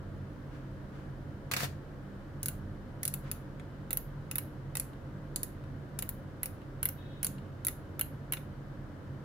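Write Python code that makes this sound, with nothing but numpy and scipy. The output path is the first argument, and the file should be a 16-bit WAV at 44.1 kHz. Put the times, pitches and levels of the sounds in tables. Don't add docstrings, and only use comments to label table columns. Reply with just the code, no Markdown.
import sys
import numpy as np
from scipy import signal
from scipy.fft import rfft, irfft
from scipy.io import wavfile

SR = 44100
rng = np.random.default_rng(int(sys.argv[2]) if len(sys.argv) > 2 else 0)


def file_out(sig):
    cols = np.atleast_2d(sig).T
    lim = np.clip(cols, -1, 1)
    pcm = np.round(lim * 32767).astype(np.int16)
    wavfile.write(sys.argv[1], SR, pcm)


N = 407484
TIME = np.arange(N) / SR
BLOW_TIME = TIME[:SR // 12]
FREQS = np.fft.rfftfreq(N, 1 / SR)

# pitch in Hz, level in dB, fade time in seconds.
WHEEL_TONES = [(4350, -4.5, 0.0018), (6050, -.5, 0.0021), (6840, 0.5, 0.0021), (9320, 1.5, .002),
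               (12900, -3, .001)]


def from_db(db):
    return 10 ** (np.asarray(db) / 20)


def unit_energy(x):
    return x / np.sqrt(np.mean(np.sum(x ** 2, axis=-1)) + 1e-20)


def curve(points):
    hz, value = np.transpose(points)
    return np.interp(np.log(FREQS + 1e-9), np.log(hz), value)


def coloured(x, spectrum):
    return irfft(rfft(x) * from_db(curve(spectrum)), N)


def dying(t, t60):
    return (t >= 0) * np.exp(-np.log(1000) * np.abs(t) / t60)


def swell(start_s, rise_s, hold_s, t60, db):
    t = TIME - start_s
    return from_db(db) * np.clip(t / rise_s, 0, 1) * dying(np.maximum(t - rise_s - hold_s, 0), t60)


def add(track, start_s, sound):
    i = round(start_s * SR)
    track[:, i:i + sound.shape[-1]] += sound[:, :N - i]


def wavering(hz, width_hz):
    band = rfft(rng.standard_normal(N)) / (1 + ((FREQS - hz) / width_hz * 2.04) ** 2)
    return np.sqrt(N) * unit_energy(irfft(band, N))


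def struck(tones, pitch=1, lag_s=0):
    hz, db, t60 = np.transpose(tones)[:, :, None, None]
    t = BLOW_TIME - np.array([[0], [lag_s]])
    signs = (-1) ** np.arange(len(db))[:, None, None]
    gain = signs * from_db(db + 1.5 * rng.standard_normal(db.shape))
    return unit_energy(np.sum(gain * np.sin(2 * np.pi * hz * pitch * t) * dying(t, t60), axis=0))


def scattered(sound, t60, db):
    cloud = rng.standard_normal((2, len(BLOW_TIME))) * dying(BLOW_TIME, t60)
    echoes = signal.fftconvolve(cloud, sound, axes=1)[:, :len(BLOW_TIME)]
    return unit_energy(sound + from_db(db) * unit_energy(echoes))


def grains(spread_db):
    return rng.standard_normal((2, N)) * from_db(spread_db * rng.standard_normal(N))


def fan():
    # frequency in Hz, level in dB per Hz.
    air = [(22, -87), (45, -77), (66, -72), (120, -69), (168, -77), (290, -74), (410, -81.5), (540, -81),
           (780, -89.5), (1600, -91.5), (2400, -105), (3900, -109), (8000, -119), (15000, -121)]
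    # pitch in Hz, width in Hz, level in dB.
    hum = [(36.2, 7.2, -54), (91.3, 6, -53), (100.6, 12, -58.5), (133.9, 5.7, -51), (145.07, 4.3, -50.5),
           (194, 2.7, -56), (240.9, 6.4, -64.5), (298, 11, -61.5), (542, 29, -67), (968, 9.2, -75),
           (48.3, 3.7, -61), (3032, 90, -82)]
    # frequency in Hz, likeness (1 or more is fully alike).
    likeness = [(40, 1.14), (150, 0.73), (350, 0.88), (700, .5), (1400, 0.19), (4000, 0.05), (15000, -0.08)]
    # frequency in Hz, left minus right in dB.
    lean = [(60, -1.2), (180, -1.5), (550, -1.6), (1650, 2), (4970, -0.48), (15000, 2)]
    alike = np.clip(curve(likeness), -1, 1)
    middle, side = rfft(rng.standard_normal((2, N))) * from_db(curve(air)) * np.sqrt(SR / 2)
    middle = middle + rfft(sum(from_db(db) * wavering(hz, width) for hz, width, db in hum))
    side = side * np.sqrt((1 - alike) / (1 + alike + 1e-6))
    signs = np.array([[1], [-1]])
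    return irfft((middle + signs * side) * from_db(signs * curve(lean) / 2), N)


def finger_rub():
    # start in seconds, hold in seconds, level in dB.
    strokes = [(.49, .02, -58.5), (0.904, .05, -61), (3.216, .015, -54.5)]
    # frequency in Hz, level in dB.
    skin = [(300, 0), (1500, 11.5), (3000, 0.5), (4200, -5), (7000, -11), (15000, -22)]
    level = sum(swell(s, rise_s=0.052, hold_s=hold, t60=.4, db=db) for s, hold, db in strokes)
    return level * np.sqrt(N) * unit_energy(coloured(grains(spread_db=3), skin))


def shutter():
    # start in seconds, rattle in dB, its fade time in seconds, clack in dB.
    blows = [(1.5139, -29.5, 0.064, -35), (1.5362, -25.5, 0.039, -9), (1.5651, -27, 0.061, -20),
             (1.605, -32, 0.034, -32), (1.6248, -44, .08, -31), (1.632, -33.5, .11, -28)]
    # pitch in Hz, level in dB, fade time in seconds.
    mirror_box = [(1450, -23, 0.018), (1870, 4, 0.019), (2300, 0, 0.019), (2680, -4, .015)]
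    body = [(138, -0.76, 0.12), (308, -0.79, 0.03), (514, 0.25, 0.023), (719, -1.8, 0.091)]
    levers = [(4200, 3, 0.052), (4630, 4, .04), (6200, -8, 0.056), (9050, -4, .04)]
    # frequency in Hz, level in dB.
    rattle_colour = [(150, -10), (400, -0.5), (900, -1), (1500, 4.5), (2400, 1), (3300, -3), (4600, -0.5),
                     (5500, -5), (6300, -4), (8500, -7), (11000, -5.5), (15000, -7)]
    out = np.zeros((2, N))
    gears = swell(start_s=1.572, rise_s=.015, hold_s=.063, t60=0.056, db=-40)
    rattle_power = gears ** 2
    thuds_db = [-18] * (len(blows) - 1) + [-9.5]
    for (start_s, rattle_db, t60, clack_db), thud_db in zip(blows, thuds_db):
        rattle_power += (from_db(rattle_db) * dying(TIME - start_s, t60)) ** 2
        clack = scattered(struck(mirror_box), t60=0.016, db=12)
        thud = scattered(struck(body), t60=.02, db=-6)
        add(out, start_s, from_db(clack_db) * clack + from_db(thud_db) * thud)
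    rattle = np.sqrt(N * rattle_power) * unit_energy(grains(spread_db=4.9))
    lever_ring = signal.fftconvolve(rattle, struck(levers), axes=1)[:, :N]
    return out + from_db(5) * coloured(rattle, rattle_colour) + from_db(-23) * lever_ring


def spring_ring(tones, hz, lag_s, rise_s=0.00092):
    onset = 1 - np.exp(-(BLOW_TIME / rise_s) ** 2)
    ring = unit_energy(struck(tones, pitch=hz, lag_s=lag_s) * onset)
    return scattered(ring, t60=.018, db=-6)


def shell_knock():
    # pitch in Hz, level in dB, fade time in seconds.
    shell = [(980, -5, 0.0092), (1434, .5, 0.014), (1878, -7.5, 0.0097), (2070, 2, 0.012),
             (2666, -4, 0.014), (3044, -2.5, 0.01), (3860, -4.5, 0.0099)]
    grip = 1 + .05 * rng.standard_normal()
    crack = struck([(2100, 0, 0.002)])
    return scattered(struck(shell, pitch=grip) + from_db(-5) * crack, t60=.024, db=2)


def dial():
    # start in seconds, spring ring in dB, its pitch in Hz, knock in dB.
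    notches = [(2.4306, -15, 11240, -28.5), (2.4588, -8, 11330, -24), (2.484, -9, 11330, -19),
               (3.0316, -11.5, 11240, -19.5), (3.053, -6.5, 11120, -24), (3.0783, -8.5, 11100, -25),
               (3.1395, -9, 11480, -25.5), (3.3146, -11, 11280, -21.5), (3.9069, -14, 11340, -19.5),
               (3.9299, -4.5, 11500, -20.5), (3.972, -4, 11550, -24), (4.3128, -16.5, 11300, -19),
               (4.3565, -6.5, 11600, -19.5), (4.3831, -4, 11500, -17.5), (4.7534, -16, 11200, -16.5),
               (4.7702, -12, 10800, -19), (4.7983, -6, 11040, -23.5), (5.36, -8.5, 10700, -28.5),
               (5.432, -7, 11140, -28.5), (5.9895, -12, 11060, -21), (6.0237, -12, 11460, -19.5),
               (6.091, -11, 11550, -26.5), (6.4317, -6.5, 11380, -18), (6.458, -15, 11300, -24.5),
               (6.8296, -3, 11340, -16.5), (6.855, -0.5, 11460, -15.5), (6.8886, -12, 11650, -24.5),
               (7.2301, -7.5, 11100, -18.5), (7.2463, -2.5, 10970, -20.5), (7.2673, -11.5, 10830, -25),
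               (7.6491, -12, 11060, -24), (7.6682, -1, 11260, -19.5), (7.6832, -9, 11200, -17),
               (7.9941, -11, 11440, -18.5), (8.0115, -2, 11440, -13), (8.323, -4, 11300, -16.5),
               (8.335, -12, 11210, -12.5)]
    # multiple of the spring's pitch, level in dB, fade time in seconds.
    spring_tones = [(1, 0, .0016), (1.03, -22, .003), (.93, -15, .002)]
    overtones = [(1.317, -4, 0.0019), (0.957, -11.5, 0.0023)]
    # time in seconds, base level in dB.
    snap_levels = [(2.5, -10.5), (4.35, -13.5), (5.35, -13), (6.1, -14.5), (8.3, -14.5)]
    out = np.zeros((2, N))
    lag_s = .00009
    leans_db = 1.5 + 1.5 * rng.standard_normal(len(notches))
    for (start_s, ring_db, hz, knock_db), lean_db in zip(notches, leans_db):
        follow_db = 0.18 * ring_db
        depth_db = -0.0118 * (hz - 11090)
        snap_db = np.interp(start_s, *np.transpose(snap_levels)) + follow_db + depth_db
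        ring = from_db(ring_db) * spring_ring(spring_tones, hz, lag_s)
        overtone = from_db(follow_db - 8.5) * spring_ring(overtones, hz, lag_s)
        snap = from_db(snap_db) * scattered(struck(WHEEL_TONES, lag_s=lag_s), t60=0.012, db=7.5)
        sides = from_db(lean_db * np.array([[.5], [-.5]]))
        add(out, start_s, sides * (ring + overtone + snap) + from_db(knock_db) * shell_knock())
    return out


def finger_taps():
    # start in seconds, level in dB.
    taps = [(3.5968, -27), (4.9327, -35), (5.6387, -36.5), (6.617, -37), (7.3827, -33), (8.3702, -20.5)]
    out = np.zeros((2, N))
    for start_s, db in taps:
        tick = scattered(struck(WHEEL_TONES), t60=0.026, db=10)
        add(out, start_s, from_db(db) * (shell_knock() + from_db(-12) * tick))
    return out


def squeak():
    # pitch in Hz, level in dB within the squeak.
    tones = [(2590, -7), (2965, -10), (3330, -4.5), (3710, -1), (4065, -13)]
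    sides = [sum(from_db(db) * wavering(hz, width_hz=45) for hz, db in tones) for side in range(2)]
    return swell(start_s=6.97, rise_s=0.02, hold_s=.12, t60=1.3, db=-65) * np.array(sides)


def room(sound, treble_hz=8000, build_s=0.0027, echo_boost_db=1.5):
    # delay in seconds, level in dB before the boost.
    echoes = [(.0033, -9), (.0078, -20.5), (0.0092, -27), (0.0126, -26)]
    t = TIME[:SR // 2]
    low_noise, high_noise, echo_noise = rng.standard_normal((3, 2, len(t)))
    response = 0
    for noise, band, t60, db in [(low_noise, "low", 0.26, -9.5), (high_noise, "high", 0.25, -13)]:
        wash = unit_energy(noise * dying(t, t60) * (1 - np.exp(-t / build_s)))
        band_filter = signal.butter(4, treble_hz, band, fs=SR, output="sos")
        response += from_db(db) * signal.sosfilt(band_filter, wash)
    for delay_s, db in echoes:
        response += from_db(db + echo_boost_db) * unit_energy(echo_noise * dying(t - delay_s, t60=0.0064))
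    return signal.fftconvolve(sound, response, axes=1)[:, :N]


def scene():
    camera = dial() + finger_taps() + shutter()
    return camera + room(camera) + fan() + finger_rub() + squeak()


def record(dry, cutoff_hz=15850):
    low_pass = signal.firwin(101, cutoff_hz, window=("kaiser", 7), fs=SR)
    return signal.fftconvolve(dry, low_pass[None], mode="same", axes=1)


dry = scene()
out = record(dry)
file_out(out)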